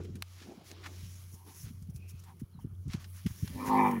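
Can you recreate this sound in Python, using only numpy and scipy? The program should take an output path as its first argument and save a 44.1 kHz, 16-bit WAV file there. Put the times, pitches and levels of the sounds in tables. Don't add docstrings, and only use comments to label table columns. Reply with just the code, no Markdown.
import sys
import numpy as np
from scipy import signal
from scipy.io import wavfile
from scipy.ndimage import uniform_filter1d

SR = 44100
rng = np.random.default_rng(int(sys.argv[2]) if len(sys.argv) > 2 else 0)


def to_wav(s):
    ch = np.atleast_2d(s).T
    pcm = np.round(np.clip(ch, -1, 1) * 32767)
    wavfile.write(sys.argv[1], SR, pcm.astype(np.int16))


N = 176400

# time_s, rumble_level_db, upper_level_db
WIND_LEVELS = [(0.0, -25, -45.5), (0.05, -72, -63), (0.09, -42.5, -63), (0.17, -51, -66), (0.24, -68, -83),
               (0.49, -60.5, -63), (0.63, -63.5, -72.5), (0.76, -63, -60), (0.92, -59.5, -62),
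               (1.06, -55, -74.5), (1.4, -65, -74), (1.58, -63.5, -71), (1.67, -49, -86),
               (1.78, -53.5, -84), (1.82, -54.5, -78.5), (1.99, -54.5, -67.5), (2.09, -62, -73.5),
               (2.36, -57, -70.5), (2.5, -65, -74), (2.63, -50.5, -83), (2.79, -57, -71),
               (3.01, -56.5, -72), (3.26, -63, -84), (3.34, -60, -73), (3.44, -53, -66), (3.5, -45.5, -72)]
# frequency_hz, density_db_per_hz
RUMBLE_SPECTRUM = [(30, -14), (60, 12.5), (120, 10), (200, 11), (300, -35.5), (400, -15)]
UPPER_WIND_SPECTRUM = [(180, -51), (300, 22.5), (450, 3), (650, -8), (900, -7.5), (1300, -4.5)]
WIND_DROP_START_S, WIND_DROP_LENGTH_S = 3.55, 0.07
# start_s, lower_puff_level_db, mean_pitch_hz, length_cycles, upper_puff_relative_db, sag_0_to_1
GUST_THUMPS = [(0.143, -49.5, 106.6, 2.17, 11, 0.48), (0.198, -44.5, 112, 2.7, -6, 0.55),
               (0.479, -42.5, 211, 4.1, -13, 0.4), (0.57, -44, 213, 4.3, -16, 0.06),
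               (1.025, -36.5, 109, 2.67, -23, 0.8), (1.326, -41.5, 100, 2.56, -7.5, 0.46),
               (1.631, -34, 105.5, 3.2, -21, 0.5), (1.668, -55, 108, 1.9, 7, 0.8),
               (1.701, -41.5, 213, 4.5, -36, 0.34), (1.762, -41, 104, 2.7, -15, 0.62),
               (1.818, -34, 105, 1.4, -20, 0.7), (1.883, -34, 140, 4, -18, 0.79),
               (1.943, -32, 100, 3, -22, 0.75), (2.133, -36.5, 110, 2.9, -15, 0.77),
               (2.415, -30.5, 197, 2.86, -41, 0.67), (2.425, -33.5, 105, 2.3, -26, 0.95),
               (2.545, -41.5, 148, 4, -24, 0.6), (2.578, -40, 112, 1.7, -12, 0.86),
               (2.641, -28.5, 137, 2.65, -6, 1), (2.667, -38, 143, 1.53, -12, 1),
               (2.717, -39.5, 106, 2.7, -30, 0.7), (2.85, -31.5, 104.5, 3.6, -10, 0.74),
               (2.868, -31, 140.4, 3.1, -10.5, 0.84), (2.89, -29.5, 107, 1.67, -15.5, 0.63),
               (2.938, -25.5, 162, 3.55, -13.5, 0.63), (2.969, -38, 119, 2.8, -22, 0.4),
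               (3.243, -26.5, 109, 4.2, -12.5, 0.4), (3.255, -21.5, 180, 3.72, -18, 0.58),
               (3.297, -33.5, 102, 2.84, -11, 0.93), (3.423, -22.5, 109.5, 2.23, -12, 0.74),
               (3.437, -31, 180, 2.9, -15.5, 0.24), (3.491, -40, 124, 3.2, -3, 0.65),
               (3.551, -34, 110, 2.3, -5, 0.18), (3.672, -33, 104, 2.6, -8, 0.53)]
UPPER_PUFF_RATIO = 2.203

# time_s, level_db
HUM_LEVELS = [(0, -42), (.15, -44), (.25, -49.5), (.4, -54), (.5, -62), (.57, -81), (.65, -59.5),
              (.75, -52.5), (.95, -47.5), (1.08, -46.5), (1.2, -48.5), (1.3, -51), (1.4, -56), (1.55, -55),
              (1.7, -50.5), (1.85, -47), (2.05, -46), (2.2, -49), (2.36, -54.5), (2.45, -65), (2.52, -56),
              (2.62, -53), (2.72, -45.5), (2.76, -48.5), (2.8, -41), (2.86, -48.5), (3.0, -49.5),
              (3.11, -46.5), (3.22, -49.5), (3.4, -53.5), (3.6, -53), (3.8, -54), (4, -49)]
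HUM_HZ, HUM_WAVER_DB = 90.7, 1.0

# time_s, low_mids_level_db, high_mids_level_db, treble_level_db, top_level_db
RUSTLE_LEVELS = [(0.0, -100, -65.5, -70.5, -80), (0.19, -72, -75, -78, -77), (0.33, -68.5, -62, -66, -69),
                 (0.51, -71, -69, -69.5, -72.5), (0.71, -68, -62, -81, -80), (0.9, -68, -62, -63, -67),
                 (1.02, -69.5, -60, -62, -62), (1.16, -70, -65.5, -63, -63), (1.3, -71.5, -68, -69, -64),
                 (1.5, -81, -75.5, -79.5, -69.5), (1.63, -73.5, -74.5, -67, -61),
                 (1.76, -75.5, -75, -73.5, -70), (1.94, -85, -78.5, -83, -73),
                 (2.19, -71.5, -69, -73, -72.5), (2.35, -80, -76.5, -81, -73), (2.62, -73, -83, -89, -80),
                 (2.82, -81, -81.5, -79.5, -73), (2.95, -60, -66, -70, -87), (3.1, -75, -73, -74, -61.5),
                 (3.25, -70, -65, -69.5, -66), (3.39, -69.5, -62, -60.5, -59),
                 (3.56, -62.5, -58.5, -63.5, -59), (3.75, -61, -53, -62.5, -54.5),
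                 (3.88, -49.5, -70, -62.5, -55.5), (4.0, -55.5, -73, -72.5, -61.5)]
# frequency_hz, density_db_per_hz
LOW_MIDS_SPECTRUM = [(500, -4), (800, -6.5), (1300, -1.5), (1900, -9), (2600, -9)]
HIGH_MIDS_SPECTRUM = [(1500, -2), (2200, 1), (3000, 0), (4000, -3), (5000, -5), (6500, -70)]
TREBLE_SPECTRUM = [(4000, -56.5), (5200, 10), (6500, 8), (7300, 3), (8300, -8), (9300, -8)]
TOP_SPECTRUM = [(7800, -12.5), (9500, -4), (11500, 3), (13000, -11), (14200, -13), (15000, 11.5),
                (16500, -3.5)]
GRAINS_PER_S, GRAIN_SHARE = 900, 0.45
# start_s, length_s, low_mids_level_db, high_mids_level_db, treble_level_db
TWIG_CRUNCHES = [(0.04, 0.023, -68, -61.5, -67), (0.346, 0.14, -64, -58.5, -78),
                 (0.46, 0.082, -69, -69, -86), (0.634, 0.11, -90, -60.5, -58.5),
                 (0.83, 0.027, -49, -55, -85), (0.849, 0.033, -46.5, -54.5, -68),
                 (1.311, 0.058, -78, -80, -61.5), (1.448, 0.088, -70, -64.5, -64),
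                 (1.498, 0.18, -71, -65.5, -56), (1.626, 0.099, -66.5, -62.5, -76),
                 (1.895, 0.019, -77, -80, -66), (1.937, 0.053, -86, -79, -63),
                 (2.076, 0.047, -88, -66, -57), (2.191, 0.017, -86, -90, -62),
                 (2.245, 0.088, -66.5, -73, -77), (2.388, 0.036, -73.5, -74, -66.5),
                 (2.585, 0.064, -74, -89, -70), (2.881, 0.1, -58, -54, -64),
                 (2.974, 0.08, -64.5, -62.5, -69), (3.128, 0.098, -65.5, -65, -63),
                 (3.262, 0.076, -64.5, -67, -67), (3.648, 0.058, -45.5, -60, -51),
                 (3.907, 0.017, -51, -72, -57)]
CRUNCH_GRAINS_PER_S = 2800
FADE_SHARE = 0.41
# start_s, peak_db, treble_relative_db, t60_s
TWIG_SNAPS = [(0.0366, -51.5, 16, 0.014), (0.1552, -45, -3.5, 0.064), (0.2232, -22, -9, 0.013),
              (0.7147, -35.5, -21, 0.014), (0.842, -48, -20, 0.03), (0.861, -39, -28, 0.076),
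              (1.824, -51, 8, 0.041), (1.898, -61, -6, 0.021), (1.961, -45.5, 13, 0.026),
              (2.0911, -52, 11, 0.043), (2.237, -49, 0, 0.09), (2.3975, -53, 4, 0.042),
              (2.7477, -65, 2, 0.022), (2.8807, -50.5, 9, 0.041), (2.9343, -36, -13, 0.049),
              (3.043, -43, -24, 0.054), (3.2633, -35, -10.5, 0.06), (3.4762, -40, -17, 0.036),
              (3.663, -39, 7, 0.042), (3.91, -51, -15, 0.06)]
SNAP_TICK = 3.23

# start_s, length_s, level_below_500_hz_db, level_above_500_hz_db
HANDLING_SCUFFS = [(0, 0.12, -48.5, -88), (0.125, 0.11, -55, -79), (0.412, 0.02, -54, -62.5),
                   (0.432, 0.14, -51.5, -63.5), (0.47, 0.076, -72, -57.5), (0.546, 0.12, -60, -63.5),
                   (0.672, 0.1, -58.5, -69), (0.78, .2, -61.5, -65.5), (1.31, 0.073, -62, -74),
                   (1.442, 0.091, -58.5, -79), (1.62, 0.087, -68, -83), (1.86, .12, -71, -79),
                   (1.999, 0.089, -65, -77), (2.964, 0.13, -78, -76)]
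HANDLING_GRAINS_PER_S = 700

# time_s, pitch_hz, low_partials_level_db, rasp_level_db, upper_rasp_level_db,
# partials_around_fifth_relative_db
GROAN_COURSE = [(3.54, 52.57, -52.5, -80, -61, -7), (3.56, 52.26, -45, -59, -64, -3.5),
                (3.61, 50.26, -43, -43.5, -55, -11), (3.688, 52.82, -37.5, -40, -55, 2),
                (3.702, 51.53, -32.5, -28.5, -57.5, -3.5), (3.792, 51.9, -28.5, -24.5, -38, -0.5),
                (3.848, 49.64, -32.5, -27, -45, 5), (3.86, 48.8, -31.5, -24, -35.5, 1),
                (3.902, 49.5, -33, -34, -50, 3), (3.916, 48.23, -33, -38.5, -46, -6),
                (3.934, 47.45, -31.5, -36.5, -57, -2), (3.962, 46.4, -35.5, -53.5, -46.5, -1.5),
                (3.972, 45.6, -32, -41, -48, -3), (4.0, 43.03, -37, -70, -56, -4)]
GROAN_ATTACK_S = 0.045
# multiple_of_pitch, relative_level_db
LOW_PARTIALS = [(2, -24), (3, -14), (4, -8), (5, 0), (6, -27), (7, -11), (8, -14), (9, -20), (10, -16),
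                (11, -27), (12, -25)]
PARTIAL_WAVER_DB, PARTIAL_WAVER_HZ = 1.6, 8
# frequency_hz, width_hz, gain_db
CHEST_RESONANCES = [(170, 80, -8), (290, 30, 0), (430, 120, -12), (600, 120, -18)]
THROAT_RESONANCES = [(781, 51.5, -7), (911, 53.4, 1), (1035, 94, -1.5), (1243, 94, -17)]
MOUTH_RESONANCES = [(1786, 71, 10.5), (2026, 84, 9), (2326, 100, 9.5), (2550, 110, -21), (2890, 250, -18),
                    (3580, 100, -18.5)]
# time_s, level_relative_to_partials_db
CHEST_NOISE = [(3.54, -6), (3.63, -1), (3.69, -18), (4, -24)]
# time_s, throat_db_per_octave, mouth_db_per_octave
VOCAL_OPENING = [(3.58, -13, -3), (3.63, 33, 12), (3.67, 2, -27), (3.72, -13, -16), (3.79, -27, 12),
                 (3.86, -4, 10), (3.92, -15, -2), (4, -5, -30)]
# start_s, length_s, level_db
FAINT_GRUMBLES = [(1.318, 0.29, -66), (1.46, 0.064, -66.5), (2.249, 0.094, -58), (2.587, 0.018, -57.5),
                  (3, 0.13, -84)]
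JITTER_PERIODS, PULSE_SPREAD_DB = .03, 1.5
BREATH_SHARE, SECOND_PULSE = .55, .75
EVEN_S, EVEN_SHARE = .012, .3

# start_s, length_s, from_hz, to_hz, noise_corner_hz, level_db
FAINT_WHISTLES = [(1.931, 0.29, 2496, 2580, 199, -65), (2.52, .07, 4300, 3780, 80, -74),
                  (2.603, 0.045, 3160, 2880, 60, -63), (2.744, 0.014, 3360, 3340, 100, -66.5)]

CUTOFF_HZ = 16100


def amp(db):
    return 10 ** (np.asarray(db) / 20)


def rms_one(x):
    return x / np.sqrt(np.mean(x ** 2) + 1e-20)


def in_time(rows):
    time_s, *columns = np.transpose(rows)
    return [np.interp(np.arange(N) / SR, time_s, column) for column in columns]


def drift(corner_hz):
    r = np.exp(-80 * np.pi * corner_hz / SR)
    slow = signal.lfilter([1], [1, -2 * r, r * r], rng.standard_normal(N // 40 + 2002))[2000:]
    return np.interp(np.arange(N) / 40, np.arange(len(slow)), rms_one(slow))


def band(x, low_hz, high_hz):
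    sos = signal.butter(2, [low_hz, min(high_hz, .45 * SR)], "band", fs=SR, output="sos")
    return signal.sosfilt(sos, x)


def coloured(sources, spectrum, patchy_db, patch_hz, step=0.3844):
    hz, db = np.transpose(spectrum)
    edges = 2 ** np.arange(np.log2(hz[0]), np.log2(hz[-1]) + step, step)
    out, shared = 0, drift(patch_hz)
    for k, (low, high) in enumerate(zip(edges, edges[1:])):
        flicker_db = patchy_db * (.7 * shared + drift(patch_hz))
        gain_db = np.interp(np.log(low * high) / 2, np.log(hz), db) + flicker_db
        out = out + amp(gain_db) * band(sources[k % 2], low, high)
    return rms_one(out)


def crackle(rate):
    clicks = rng.random((2, N)) < rate / SR
    size_db = 2.8 * np.minimum(rng.exponential(1, N), 4)
    return rms_one(clicks * amp(size_db) * rng.choice([-1, 1], N))


def faded(start_s, length_s):
    u = (np.arange(N) / SR - start_s) / length_s
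    return np.clip(np.minimum(u, 1 - u) / FADE_SHARE, 0, 1)


def wind():
    rumble_db, upper_db = in_time(WIND_LEVELS)
    white = rng.standard_normal((2, N))
    rumble = coloured(white, RUMBLE_SPECTRUM, patchy_db=0.0, patch_hz=13.4)
    upper = coloured(white[::-1], UPPER_WIND_SPECTRUM, patchy_db=1.2, patch_hz=12)
    dying = np.clip(1 - (np.arange(N) / SR - WIND_DROP_START_S) / WIND_DROP_LENGTH_S, .1, 1)
    out = dying * (amp(rumble_db) * rumble + amp(upper_db) * upper)
    for start_s, db, hz, cycles, upper_rel_db, sag in GUST_THUMPS:
        u = np.linspace(0, 1, int(cycles / hz * SR))
        phase = 2 * np.pi * cycles * (u + sag * u * (1 - u))
        lower_puff = np.sin(np.pi * u ** 1.03) ** 2 * np.sin(phase)
        upper_puff = np.sin(np.pi * u ** 1.65) ** 2 * np.sin(UPPER_PUFF_RATIO * phase)
        i = int(start_s * SR)
        out[i:i + len(u)] += amp(db) * (lower_puff + amp(upper_rel_db) * upper_puff)
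    return out


def hum():
    level_db, = in_time(HUM_LEVELS)
    tone = np.sqrt(2) * np.sin(2 * np.pi * HUM_HZ * np.arange(N) / SR)
    return amp(level_db + HUM_WAVER_DB * drift(6.9)) * tone


def rustle():
    low_db, mids_db, treble_db, top_db = in_time(RUSTLE_LEVELS)
    sources = GRAIN_SHARE * crackle(GRAINS_PER_S) + (1 - GRAIN_SHARE) * rng.standard_normal((2, N))
    low = coloured(sources[::-1], LOW_MIDS_SPECTRUM, patchy_db=1.2, patch_hz=12)
    mids = coloured(sources, HIGH_MIDS_SPECTRUM, patchy_db=1.2, patch_hz=12)
    treble = coloured(sources[::-1], TREBLE_SPECTRUM, patchy_db=1.0, patch_hz=12, step=.2)
    top = coloured(sources, TOP_SPECTRUM, patchy_db=1.0, patch_hz=12, step=.2)
    out = amp(low_db) * low + amp(mids_db) * mids + amp(treble_db) * treble + amp(top_db) * top
    return out, rms_one(treble + 1.32 * top)


def crunches(treble):
    dense = crackle(CRUNCH_GRAINS_PER_S)
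    low_mids = rms_one(band(dense[0], 970, 2280))
    high_mids = rms_one(band(dense[1], 1750, 5500))
    layers = np.array([low_mids, high_mids, treble])
    return sum(faded(start_s, length_s) * (amp(levels_db) @ layers)
               for start_s, length_s, *levels_db in TWIG_CRUNCHES)


def snaps():
    out = np.zeros(N)
    for start_s, peak_db, treble_rel_db, t60_s in TWIG_SNAPS:
        burst = rng.standard_normal(3000)
        burst[0] = SNAP_TICK
        burst *= amp(-60 * np.arange(3000) / SR / t60_s)
        crack = band(burst, 1050, 5670) + amp(treble_rel_db) * band(burst, 3950, 11900)
        i = int(start_s * SR)
        out[i:i + 3000] += amp(peak_db) * crack / np.abs(crack).max()
    return out


def scrub():
    rustling, treble = rustle()
    return rustling + crunches(treble) + snaps()


def handling():
    grains = crackle(HANDLING_GRAINS_PER_S)
    lower = rms_one(band(band(grains[0], 200, 436), 200, 436))
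    upper = rms_one(band(band(grains[1], 474, 920), 474, 920))
    layers = np.array([lower, upper])
    return sum(faded(start_s, length_s) * (amp(levels_db) @ layers)
               for start_s, length_s, *levels_db in HANDLING_SCUFFS)


def resonate(x, peaks, tilt_db=0):
    out, power = 0, 0
    for k, (hz, width_hz, db) in enumerate(peaks):
        r = np.exp(-np.pi * 1.5 * width_hz / SR)
        b = (1 - r * r) / 2 * np.array([1, 0, -1])
        a = [1, -2 * r * np.cos(2 * np.pi * hz / SR), r * r]
        ring = signal.lfilter(b, a, signal.lfilter(b, a, x))
        gain = amp(db + tilt_db * np.log2(hz / peaks[1][0]))
        out = out + (-1) ** k * gain * ring
        power = power + gain ** 2 * np.mean(ring ** 2)
    return out / np.sqrt(power)


def evened(x):
    level = np.sqrt(uniform_filter1d(x ** 2, int(EVEN_S * SR)) + .05)
    return rms_one(x / level ** EVEN_SHARE)


def clear_partials(cycles, around_db):
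    out = 0
    for k, db in LOW_PARTIALS:
        if k != 5:
            db = db + around_db + PARTIAL_WAVER_DB * drift(PARTIAL_WAVER_HZ)
        out = out + np.sqrt(2) * amp(db) * np.sin(2 * np.pi * (k * cycles + rng.random()))
    return out


def fold_source(cycles):
    halves = 2 * (cycles + JITTER_PERIODS * drift(40))
    closing = np.diff(np.floor(halves), prepend=0) > 0
    strength = np.where(np.floor(halves) % 2, SECOND_PULSE, 1) * amp(PULSE_SPREAD_DB * rng.standard_normal(N))
    pulses = closing * strength
    breath = rng.standard_normal(N) * np.exp(-1.5 * (halves % 1))
    return (1 - BREATH_SHARE) * rms_one(pulses) + BREATH_SHARE * rms_one(breath), breath


def camel():
    pitch_hz, low_db, rasp_db, upper_db, around_db = in_time(GROAN_COURSE)
    throat_tilt_db, mouth_tilt_db = in_time(VOCAL_OPENING)
    chest_db, = in_time(CHEST_NOISE)
    t = np.arange(N) / SR
    cycles = np.cumsum(pitch_hz) / SR
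    low = clear_partials(cycles, around_db)
    source, breath = fold_source(cycles)
    chest = resonate(breath, CHEST_RESONANCES)
    throat = evened(resonate(source, THROAT_RESONANCES, throat_tilt_db))
    mouth = resonate(source, MOUTH_RESONANCES, mouth_tilt_db)
    onset = np.clip((t - GROAN_COURSE[0][0]) / GROAN_ATTACK_S + 1, 0, 1)
    body = amp(low_db) * (low + amp(chest_db) * chest)
    out = onset * (body + amp(rasp_db) * throat + amp(upper_db) * mouth)
    for start_s, length_s, db in FAINT_GRUMBLES:
        swell = np.sin(np.pi * np.clip((t - start_s) / length_s, 0, 1))
        out += amp(db) * swell * throat
    return out


def whistles():
    out, t = np.zeros(N), np.arange(N) / SR
    for start_s, length_s, from_hz, to_hz, corner_hz, db in FAINT_WHISTLES:
        u = np.clip((t - start_s) / length_s, 0, 1)
        glide_hz = from_hz + (to_hz - from_hz) * u
        tone = np.sin(2 * np.pi * np.cumsum(glide_hz) / SR)
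        out += amp(db) * np.sin(np.pi * u) * drift(corner_hz) * tone
    return out


def scene():
    mono = wind() + hum() + scrub() + handling() + camel() + whistles()
    return np.array([mono, mono])


def record(dry):
    dry = signal.sosfilt(signal.butter(2, 45, "high", fs=SR, output="sos"), dry)
    return signal.sosfilt(signal.cheby2(24, 60, CUTOFF_HZ, fs=SR, output="sos"), dry)


dry = scene()
out = record(dry)
to_wav(out)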